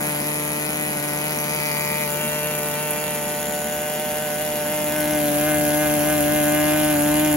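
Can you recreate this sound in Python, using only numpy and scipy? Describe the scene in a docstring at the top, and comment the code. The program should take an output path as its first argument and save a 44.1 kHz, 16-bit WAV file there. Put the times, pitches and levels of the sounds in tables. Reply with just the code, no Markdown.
"""A small two-stroke model engine spins a two-blade propeller on a board in a garage, 150 turns a second.
From the start it runs rich (too much fuel): strong and weak firings tend to alternate, each with an
exhaust pop and a spit of hiss. The listener sets off from beside it, passing a sizzle and a hard crack
just before 2 s. Further round the crack turns metallic. From about 5 s the listener leans in close
behind, where the blades hum louder and their wind buffets the microphone."""
import sys
import numpy as np
from scipy import signal
from scipy.fft import rfft, irfft, next_fast_len
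from scipy.io import wavfile
from scipy.ndimage import uniform_filter1d, map_coordinates

SR = 44100
rng = np.random.default_rng(int(sys.argv[2]) if len(sys.argv) > 2 else 0)


def transcribe(u):
    """Save the signal u as a 16-bit wav file named by the first command-line argument.

    u: samples, shape (n,) or (channels, n), limited to [-1, 1]; the rate is SR.
    q: integer samples, one column per channel.
    """
    v = np.clip(np.atleast_2d(u).T, -1, 1)
    q = np.round(v * 32767).astype(np.int16)
    wavfile.write(sys.argv[1], SR, q)


N = 324576
LEFT_RIGHT = np.array([[.5], [-.5]])  # shares out a difference: half up on the left, half down on the right


def amp(db):
    """Turn decibels into a gain."""
    return 10 ** (np.asarray(db) / 20)

def unit(x):
    """Scale to an average (rms) size of 1."""
    return x / np.sqrt(np.mean(x ** 2) + 1e-20)

def steady(x, size=8192):
    """Hold the slowly changing level of x at rms 1."""
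    return x / np.sqrt(abs(uniform_filter1d(np.mean(x ** 2, axis=0), size)) + 1e-12)

def past(x, edge, span):
    """A soft step from 0 to 1 as x passes the edge."""
    return (1 + np.tanh((x - edge) / span)) / 2

def along(points, hz):
    """Read a frequency table between its rows, on a log scale."""
    f, v = np.transpose(points)
    return np.interp(np.log(hz + 1), np.log(f + 1), v)

def curves(rows):
    """Read a time table: one value per sample for each column after the time."""
    s, *cols = np.transpose(rows)
    return [np.interp(np.arange(N) / SR, s, c) for c in cols]

def wobble(rate):
    """A smooth random curve through `rate` points a second."""
    return map_coordinates(rng.standard_normal(int(N * rate / SR) + 4), [np.arange(N) * rate / SR])

def delayed(x, ms):
    """Delay a mono sound by a changing amount."""
    return map_coordinates(x, [np.arange(N) - ms * SR / 1000], order=3)

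def filtered(x, response):
    """Multiply each frequency in x by response(hz)."""
    m = next_fast_len(N + SR // 2)
    return irfft(rfft(x, m) * response(np.fft.rfftfreq(m, 1 / SR)), m)[..., :N]

def coloured(x, spectrum, size=8192):
    """Give x a tone colour, with a filter that rings after each hit and never before."""
    cepstrum = irfft(np.log(amp(along(spectrum, np.fft.rfftfreq(size, 1 / SR)))))
    cepstrum[1:size // 2] *= 2
    cepstrum[size // 2 + 1:] = 0
    return signal.fftconvolve(x, irfft(np.exp(rfft(cepstrum)))[None], axes=1)[:, :N]

def pulses(at, sizes, order=8):
    """Clicks at positions that may fall between samples."""
    taps = np.floor(at)[:, None].astype(int) + np.arange(1 - order, order + 1)
    off = taps - at[:, None]
    shape = sizes[:, None] * np.sinc(off) * np.cos(np.pi * off / (2 * order)) ** 2
    return np.bincount(np.clip(taps, 0, N).ravel(), shape.ravel(), N + 1)[:N]


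# the listener's path: (time [s], angle round the engine from its side [degrees], distance [m])
WALK = [(0, -8, 0.58), (.7, 3, 0.69), (2.1, 46.5, 0.57), (2.75, 52, 0.61), (3.7, 91, 0.75),
        (4.6, 91.5, 0.64), (5.4, 113, 0.42), (6.5, 123, 0.42), (7.36, 125, 0.41)]

def viewpoint():
    """The listener's angle in degrees, and nearness in dB (0 at half a metre)."""
    angle, distance = curves(WALK)
    return angle, 20 * np.log10(0.5 / distance)

def views():
    """How much the listener is beside, diagonally behind, behind and close behind the engine."""
    angle = viewpoint()[0]
    beside = 1 - past(angle, 45.6, 0.37)
    rear, close = past(angle, 78, 13), past(angle, 93, 7.3)
    return [beside, 1 - beside - rear, rear - close, close]

def beam(best_deg, width_deg):
    """How far the listener stands inside a narrow beam of sound, 0 to 1."""
    return np.exp(-((viewpoint()[0] - best_deg) / width_deg) ** 2)


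# the exhaust outlet drifts from left to right: (time [s], head start of the left side [ms])
OUTLET_LEAD = [(0, .17), (1.4, 0.17), (2.1, 0.12), (2.7, 0.078), (3.6, 0.036), (4.8, 0.044), (5.4, -0.058),
               (7.36, -0.044)]

def from_outlet(x):
    """Sound from the outlet reaches the nearer ear first."""
    lead_ms, = curves(OUTLET_LEAD)
    return np.array([delayed(x, -lead_ms / 2), delayed(x, lead_ms / 2)])


# how long the garage echoes: (frequency [Hz], time to fade by 60 dB [s])
ECHO_TIME = [(150, 0.069), (1500, 0.44), (6000, 0.26), (14000, 0.022)]

def garage(x, wet_db, count):
    """The direct sound plus the walls' echo, which blends through `count` spots along the walk."""
    hz, t, noise = signal.stft(rng.standard_normal((count, 2, SR // 3)), SR, nperseg=256)
    tails = signal.istft(noise * amp(-60 * t / along(ECHO_TIME, hz)[:, None]), SR)[1]
    place = np.linspace(0, count - 1, N)
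    echo = 0
    for k, tail in enumerate(tails):
        share = np.sqrt(np.clip(1 - abs(place - k), 0, 1))
        echo = echo + share * signal.oaconvolve(x[None], tail / np.linalg.norm(tail[0]), axes=1)[:, :N]
    return x + amp(wet_db) * echo


# the rich mixture makes the speed wander: (time [s], speed [turns per second])
SHAFT_SPEED = [(0.0, 148.0), (0.08, 149.8), (0.17, 147.5), (0.23, 147.4), (0.28, 149.8), (0.35, 149.9),
               (0.41, 148.8), (0.53, 149.0), (0.71, 151.3), (0.8, 149.8), (0.9, 149.8), (1.0, 146.2),
               (1.04, 148.0), (1.17, 148.3), (1.32, 152.2), (1.35, 149.1), (1.41, 148.5), (1.48, 148.9),
               (1.55, 151.2), (1.62, 149.8), (1.71, 150.1), (1.75, 147.4), (1.82, 149.8), (1.86, 148.9),
               (2.01, 150.3), (2.1, 147.5), (2.17, 147.7), (2.21, 150.7), (2.29, 149.8), (2.36, 150.6),
               (2.41, 149.3), (2.47, 150.9), (2.58, 148.8), (2.68, 148.8), (2.72, 147.5), (2.8, 150.6),
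               (2.85, 150.9), (2.92, 148.7), (3.04, 150.9), (3.23, 148.2), (3.31, 149.3), (3.37, 148.2),
               (3.42, 149.5), (3.56, 148.2), (3.68, 149.7), (3.8, 149.4), (3.85, 150.2), (3.95, 150.3),
               (4.01, 151.8), (4.11, 149.7), (4.22, 151.6), (4.28, 148.8), (4.35, 148.7), (4.44, 152.2),
               (4.5, 149.7), (4.6, 150.0), (4.64, 147.9), (4.74, 151.7), (4.87, 149.4), (4.97, 151.7),
               (5.05, 149.8), (5.11, 151.5), (5.28, 147.1), (5.37, 147.8), (5.49, 151.4), (5.64, 148.5),
               (5.69, 148.6), (5.84, 151.0), (5.9, 149.2), (5.95, 150.1), (5.99, 147.5), (6.1, 151.2),
               (6.17, 149.6), (6.21, 147.2), (6.36, 150.3), (6.45, 148.4), (6.56, 150.8), (6.6, 149.9),
               (6.77, 151.6), (6.91, 150.9), (6.98, 146.5), (7.05, 148.6), (7.26, 152.3), (7.36, 148.1)]

def shaft():
    """The shaft's speed, and its running count of turns with a slight jitter."""
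    speed, = curves(SHAFT_SPEED)
    return speed, np.cumsum(speed * (1 + 0.001223 * wobble(40))) / SR

def firings(turns, swap_rate=2.5, seesaw_share=0.66, chance=0.52):
    """One burn a turn: its position in samples and its strength (above 0 strong, below 0 weak)."""
    at = np.interp(np.arange(1, int(turns[-1])), turns, np.arange(N))
    # a strong burn leaves spent gas that weakens the next; now and then the pattern slips by one turn
    seesaw = np.cos(np.pi * np.arange(len(at))) * np.tanh(3 * wobble(swap_rate))[at.astype(int)]
    luck = rng.standard_normal(N // 100)[:len(at)]
    return at, unit(np.tanh(seesaw_share * seesaw + chance * luck))  # one charge of fuel caps a burn


# Tone k has k cycles per turn. The levels in these tables are relative: the mix shifts them.
# tone 2, the blades' hum, swells close behind the propeller: (time [s], level [dB])
BLADE_HUM = [(0, -34), (1.15, -34), (1.8, -43.5), (3.0, -39), (4.0, -44.5), (4.7, -35.5), (5.1, -24.5),
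             (6.3, -22), (7.36, -18.5)]
# tone 4, the muffler's hoot: (time [s], level [dB])
MUFFLER_HOOT = [(0, -31.5), (.7, -33.5), (2.0, -31), (2.35, -28), (2.8, -30.5), (4.6, -26.2), (5.5, -22.5),
                (6.7, -22.5), (7.36, -25)]
# tones 3, 5 and 6 cross the garage's loud and quiet spots (standing waves): (time [s], level [dB])
TONE_3 = [(0.0, -38.5), (0.7, -37.5), (1.14, -43), (1.28, -37.5), (2.12, -38.5), (2.49, -34.5),
          (3.35, -37.5), (4.61, -39.5), (5.01, -45), (5.27, -38.5), (5.99, -38.5), (6.45, -39.0),
          (6.8, -54), (7.06, -40.0), (7.34, -55)]
TONE_5 = [(0.0, -33.5), (0.42, -42), (0.74, -38), (1.3, -38.5), (1.519, -41.5), (2.35, -49), (2.59, -39),
          (2.81, -42), (3.57, -34.5), (4.37, -34), (4.83, -38.5), (5.41, -31), (6.23, -31), (7.34, -33)]
TONE_6 = [(0.0, -37), (0.6, -39.5), (0.84, -40.5), (1.92, -31.5), (2.57, -41), (2.77, -35), (3.31, -36),
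          (3.67, -44), (4.13, -41), (4.33, -57), (4.51, -42), (4.809, -37.5), (5.148, -39), (5.33, -54),
          (5.79, -37), (6.27, -49), (6.6, -39), (7.34, -34)]
# standing waves make the left louder than the right by this much:
# (time [s], tone 2 [dB], tones 3, 4 and 6 [dB], tone 5 [dB])
TONE_BALANCE = [(0.0, 0.5, 13, 7.6), (1.4, 1, 12, 2), (2.0, -10, 10.5, 1), (2.5, -12, 2, 1),
                (3.0, -20, 0, 1.8), (3.6, -5, 0, 0.98), (4.4, 5, -3, 2.1), (5.0, 5.5, -0.5, 1.8),
                (5.6, 8, -2, 1.297), (6.4, 7, -3.5, 2.7), (7.36, 3, -9.5, 4.4)]

def drone(turns, speed, at, burn, flutter_db=0.65, throb_db=0.94):
    """Exhaust and propeller hum six pure tones; those above the blades' hum throb with the burns."""
    angle, near_db = viewpoint()
    thrum_db = -32.5 + 1.96 * near_db + 2.5 * np.cos(2 * np.pi * (angle - 12) / 168)  # tone 1: a wide beam
    levels = [thrum_db] + [curves(rows)[0] for rows in (BLADE_HUM, TONE_3, MUFFLER_HOOT, TONE_5, TONE_6)]
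    blade_pan, exhaust_pan, fifth_pan = curves(TONE_BALANCE)
    pans = [0, blade_pan, exhaust_pan, exhaust_pan, fifth_pan, exhaust_pan]
    lead_ms = 0.032 + 0.198 * views()[0]  # the left ear's head start is longest beside the engine
    burn_now = np.interp(np.arange(N), at, burn)
    hum = 0
    for k, (db, pan) in enumerate(zip(levels, pans), 1):
        # shorter waves differ more between the two ears
        apart = k * (2 * np.pi * speed * lead_ms / 1000 + 0.11 * wobble(0.94))
        phase = 2 * np.pi * (k * turns + rng.random()) + LEFT_RIGHT * apart
        balance = amp(LEFT_RIGHT * pan) / np.sqrt((amp(pan) + amp(-pan)) / 2)
        gain = amp(db + flutter_db * wobble(90) + (k > 2) * throb_db * burn_now)
        hum = hum + np.sqrt(2) * gain * balance * np.sin(phase)
    return hum


# the deep ring of muffler and board: (frequency [Hz], level [dB])
BOOM_COLOUR = [(30, -32), (72, -4.5), (125, -1), (190, -6.5), (225, 2), (290, -3), (370, -8), (520, 1),
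               (670, 0), (830, -5.5), (980, -5), (1130, -18), (2000, -40)]

def boom(at, burn):
    """Uneven burns thump the board, sounding at half the shaft's rate."""
    return steady(coloured(garage(pulses(at, burn), wet_db=-23.5, count=3), BOOM_COLOUR))


# the muffler's ring from four sides: (frequency [Hz], level [dB])
MUFFLER_BESIDE = [(560, -41), (950, 17.5), (1060, -1.5), (1190, 3), (1350, 2.5), (1500, -0.5), (1640, -4.5),
                  (1930, 6.5), (2260, -0.5), (2550, 0.5), (2700, -7), (2860, -1.5), (3320, -8.5),
                  (4200, -6.5), (5460, -33), (9240, -120)]
MUFFLER_DIAGONAL = [(560, -43), (950, -2), (1200, 1), (1480, 4), (1650, -5), (1830, 4.5), (2100, -1.5),
                    (2400, 4), (2550, -18), (2680, 5), (2860, 0.5), (2990, -23), (3140, 1), (3500, -23),
                    (5200, -21), (8800, -120)]
MUFFLER_BEHIND = [(560, -36), (950, -7), (1050, -11), (1200, 0.5), (1340, 3), (1510, 10.5), (1800, -1.5),
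                  (2090, 4), (2250, -24), (2400, -1), (2550, -14), (2860, 8), (3000, -8), (3300, 1.5),
                  (4000, -23), (5200, -24), (8800, -120)]
MUFFLER_CLOSE = [(560, -40.5), (950, 0), (1050, -4.5), (1340, -7), (1520, 6), (1670, 2), (1910, -9),
                 (2110, 0.5), (2260, -15.5), (2400, -3.5), (2670, -11), (2860, -2.5), (3000, -19.5),
                 (3150, -5.5), (3300, -5.5), (4000, -22), (5200, -40), (8800, -120)]

def exhaust_pops(at, burn, uneven_db=1.1, low_cut_hz=985):
    """A sharp pop each time the exhaust port opens, ringing in the muffler."""
    shares = views()
    pops = pulses(at, amp(uneven_db * burn))
    walls = garage(pops, wet_db=-10.5, count=5) - pops
    heard = filtered(from_outlet(pops) + walls, lambda hz: past(hz, low_cut_hz, 50))
    colours = [MUFFLER_BESIDE, MUFFLER_DIAGONAL, MUFFLER_BEHIND, MUFFLER_CLOSE]
    ringing = sum(share * unit(coloured(heard, colour)) for share, colour in zip(shares, colours))
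    side_gain = amp(shares[0] * (-2 + 2.5 * LEFT_RIGHT))  # from beside: softer, and more to the left
    return side_gain * steady(ringing) * amp(1.6 * LEFT_RIGHT)


# the pops' low range, a bark: (time [s], relative level [dB])
BARK_LEVEL = [(0.0, -37.5), (0.16, -40.5), (0.66, -39), (0.96, -42), (1.06, -40.5), (1.54, -37.5),
              (2.2, -39), (2.75, -39), (3.53, -45.5), (4.15, -46), (4.49, -47.5), (4.81, -41.5),
              (5.27, -44), (5.49, -36), (5.65, -46), (5.85, -37.5), (5.99, -42), (6.09, -36), (6.25, -42),
              (6.66, -35.5), (6.98, -40), (7.12, -37), (7.34, -41)]
# the pops' middle range, a nasal whine: (time [s], relative level [dB])
WHINE_LEVEL = [(0.0, -35), (0.18, -41), (0.28, -44), (0.78, -38), (1.82, -41), (2.06, -43), (2.12, -39),
               (2.95, -40), (3.11, -45), (3.31, -40.5), (3.85, -38.5), (3.95, -42), (4.35, -36),
               (4.55, -45), (4.65, -35), (4.81, -48), (4.97, -33.5), (5.37, -39.5), (5.49, -30.5),
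               (5.65, -34.5), (5.85, -31), (5.99, -39.0), (6.09, -30.5), (6.19, -35.5), (6.51, -31.5),
               (7.34, -36)]

def bark_and_whine(pops, bark_top_hz=1420, whine_top_hz=1730):
    """The pops' bark and whine swell on their own; only the treble keeps the level it came with."""
    treble = filtered(pops, lambda hz: past(hz, whine_top_hz, 30))
    bark = filtered(pops, lambda hz: 1 - past(hz, bark_top_hz, 30))
    whine = pops - treble - bark
    bark = amp(curves(BARK_LEVEL)[0] - 1.5 + 2 * LEFT_RIGHT) * steady(bark, size=4096)
    whine = amp(curves(WHINE_LEVEL)[0] - 0.5) * steady(whine, size=4096)
    return treble + bark + whine

def gas_puffs(at, burn, uneven_db, decay_s, leak):
    """Escaping gas: noise that swells with each firing and dies within the turn to a steady leak."""
    t = np.arange(SR // 50) / SR
    puff = t / decay_s * np.exp(1 - t / decay_s)
    flow = signal.oaconvolve(pulses(at, amp(uneven_db * burn)), puff)[:N]
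    return np.hypot(flow, leak) * rng.standard_normal(N)


# the lower range of the gas jet's hiss: (frequency [Hz], level [dB])
JET_COLOUR = [(800, -48), (1900, -5.5), (2900, -1.5), (3800, -4.5), (4500, -5), (5600, -3), (7000, 1),
              (7600, -0.5), (8100, -22.5)]

def jet(at, burn):
    """Gas hisses from the outlet; facing the outlet, less of it is heard off the walls."""
    gas = gas_puffs(at, burn, uneven_db=3.4, decay_s=0.00047, leak=0.16)
    beside = views()[0]
    walls = amp(1.5 * beside) * (garage(gas, wet_db=-1, count=2) - gas)
    hiss = steady(coloured(from_outlet(gas) + walls, JET_COLOUR), size=2048)
    return hiss * amp(-0.5 * (2 - beside) * LEFT_RIGHT)


# the top range of the hiss: (frequency [Hz], level [dB])
SPIT_COLOUR = [(6000, -23.5), (7200, -13), (8000, -20), (8800, 2), (9400, -1.5), (10100, -5), (11000, -4),
               (12000, -2.5), (12700, 3), (13200, 0), (13800, -53), (14800, -50), (15700, -6), (16200, -35)]
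# the hiss bounces off the board, so its colour sweeps during the walk: (time [s], echo delay [ms])
BOARD_ECHO = [(0, .792), (1.1, .788), (1.5, .85), (2.0, .8), (2.7, .91), (3.5, .84), (4.3, .84), (4.9, .9),
              (7.36, .92)]
# two metallic rings of the engine: (frequency [Hz], level [dB])
LOW_RING = [(5000, -69), (6500, 4), (7050, 24), (7600, -31), (9000, -34)]
HIGH_RING = [(7000, -31), (9300, -19), (10100, -2), (10900, -19), (13000, -55)]
# each ring is heard best from its own side: (time [s], low ring [dB], high ring [dB])
RING_LEVELS = [(0, -54, -33), (1.099, -70, -35), (1.6, -62, -42), (2.7, -51, -45), (3.5, -42.5, -40),
               (5, -57, -68), (7.36, -40.5, -79)]
# the ears get the hiss in and out of step: (frequency [Hz], lead of the left side [degrees])
EAR_PHASE = [(6800, 360), (7800, 182), (8900, 178), (10500, 0), (11700, 0), (13300, -175), (14300, -185),
             (14900, -360)]

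def spit(at, burn, level_db, board_share=0.22):
    """Each firing spits bright hiss and rings the metal, with a little echo from the walls."""
    gas = gas_puffs(at, burn, uneven_db=2.5, decay_s=.0011, leak=.48)
    gas = gas + board_share * delayed(gas, curves(BOARD_ECHO)[0])
    top = amp(level_db) * steady(coloured(gas[None], SPIT_COLOUR)) + loud_spits()
    for ring_db, ring in zip(curves(RING_LEVELS), [LOW_RING, HIGH_RING]):
        knocks = gas_puffs(at + 0.00035 * SR, burn, uneven_db=1.0, decay_s=0.00031, leak=0.1)
        top = top + amp(ring_db) * unit(coloured(knocks[None], ring))
    heard = garage(top[0], wet_db=-9, count=2)[:1]
    return filtered(heard, lambda hz: np.exp(1j * np.radians(along(EAR_PHASE, hz)) * LEFT_RIGHT))

def air(spectrum, alike):
    """Rushing air: stereo noise with a given colour and likeness between left and right."""
    def response(hz):
        spread = np.arccos(np.clip(along(alike, hz), -1, 1)) / 2
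        return amp(along(spectrum, hz)) * [np.cos(spread), np.sin(spread)]
    mid, side = filtered(rng.standard_normal((2, N)), response)
    return unit(np.array([mid + side, mid - side]))


# air churned by the propeller: (frequency [Hz], level [dB])
CHURN_COLOUR = [(50, -24), (128, -21), (185, 3.5), (245, 1.5), (285, -12.5), (350, -1), (600, -11),
                (900, -6), (1200, -13.5), (2500, -13.5), (4000, -62), (8000, -37)]
# how alike that air sounds left and right: (frequency [Hz], likeness [0 to 1])
CHURN_ALIKE = [(100, 0.94), (250, 0.93), (600, 0.1), (1500, 0.21), (4000, 0.035)]
# wind rumbling on the microphone: (frequency [Hz], level [dB])
BUFFET_COLOUR = [(20, -29), (45, -7), (65, -1), (100, 0), (130, -21), (250, -61)]

def propeller_wind():
    """The blades churn the air, and their wind buffets the microphone more towards the rear."""
    angle, near_db = viewpoint()
    churn = amp(-34 + 0.25 * near_db) * air(CHURN_COLOUR, CHURN_ALIKE)
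    buffet_db = -57.5 + 0.29 * near_db + 0.3 * (angle - angle.mean())
    return churn + amp(buffet_db) * air(BUFFET_COLOUR, alike=[(60, 0.75)])

def crack(at, burn, colour, uneven_db, ahead_ms=0.84):
    """A dry crack, loudest on strong firings, that arrives before the pop is through the muffler."""
    cracks = pulses(at - ahead_ms * SR / 1000, amp(uneven_db * burn))
    return unit(from_outlet(coloured(cracks[None], colour)[0]))


# the hard, narrow crack from the muffler's side: (frequency [Hz], level [dB])
SIDE_CRACK_COLOUR = [(1000, -25), (1500, -14), (1850, -3), (2250, 0), (2400, 5), (2520, -8), (2700, -24),
                     (4000, -40)]

def side_crack(at, burn):
    """Beside the engine the firings crack, hardest in one beam off the muffler."""
    gain = views()[0] * (amp(-41) + amp(-35.5) * beam(best_deg=39, width_deg=12))
    return gain * crack(at, burn, SIDE_CRACK_COLOUR, uneven_db=2.2)


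# the part of the jet's hiss that beams to the side: (frequency [Hz], level [dB])
SIZZLE_COLOUR = [(3800, -26), (4700, 6), (5300, -6), (6200, -2), (7000, -33)]

def sizzle(hiss):
    """The jet sizzles as the listener walks through one narrow beam."""
    bright = filtered(hiss, lambda hz: amp(along(SIZZLE_COLOUR, hz)))
    return amp(-3.5) * beam(best_deg=32, width_deg=10.5) * bright


# now and then the engine spits much louder: (time [s], level [dB])
LOUD_SPITS = [(1.775, -22), (2.585, -22), (2.906, -19), (3.148, -23), (5.005, -19), (6.434, -19)]

def loud_spits(decay_s=0.0018):
    """Single short bursts of the brightest hiss."""
    s, db = np.transpose(LOUD_SPITS)
    t = np.arange(SR // 100) / SR
    bursts = signal.oaconvolve(pulses(s * SR, amp(db)), t / decay_s * np.exp(1 - t / decay_s))[:N]
    return bursts * unit(coloured(rng.standard_normal((1, N)), SPIT_COLOUR))


# the metallic crack from behind: (frequency [Hz], level [dB])
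REAR_CRACK_COLOUR = [(2200, -30), (2550, -10.5), (2950, -8), (3170, -1), (3480, 9), (3750, -9), (4500, -36),
                     (6000, -44)]

def rear_crack(at, burn, effort_db):
    """Once the listener leaves the side, strong firings crack with a metallic edge."""
    angle, near_db = viewpoint()
    in_view = (1 - views()[0]) * past(angle, 52, 16)
    gain = amp(-44 + 0.6 * near_db + 0.46 * effort_db)
    return in_view * gain * crack(at, burn, REAR_CRACK_COLOUR, uneven_db=2.0)


# at times the engine clears its throat, and the pops even out: (time [s], clean firing [0 to 1])
CLEAN_FIRING = [(0, 0.4), (1.15, 0.6), (2.12, 0), (2.2, 1), (2.52, 0.1), (3.7, 0), (5.36, 0), (5.47, 0.6),
                (5.72, 0), (6.5, 1), (7.36, 0.6)]

def scene():
    """One shaft times the hum, exhaust and hiss; the propeller's wind blows over them."""
    speed, turns = shaft()
    at, burn = firings(turns)
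    near_db = viewpoint()[1]
    clean, = curves(CLEAN_FIRING)
    # a better burn both speeds the shaft and sharpens the pops
    effort_db = 1.1 * (speed - speed.mean()) + 2.5 * clean
    evened_burn = burn * (1 - 0.38 * clean[at.astype(int)])
    wind = propeller_wind()
    pops = bark_and_whine(amp(-32 + 0.68 * near_db + effort_db) * exhaust_pops(at, evened_burn))
    thumps = amp(-39.5 + 0.25 * near_db) * boom(at, burn)
    cracks = side_crack(at, burn) + rear_crack(at, burn, effort_db)
    gas = jet(at, burn)
    hiss = amp(-35 + 0.62 * near_db) * (gas + sizzle(gas)) + spit(at, burn, level_db=-27.5 + near_db)
    hum = amp(-1.8) * drone(turns, speed, at, burn)
    return hum + thumps + pops + hiss + wind + cracks

def record(dry, top_hz=16050):
    """Cut away the very highest treble."""
    return filtered(dry, lambda hz: hz < top_hz)


dry = scene()
out = record(dry)
transcribe(out)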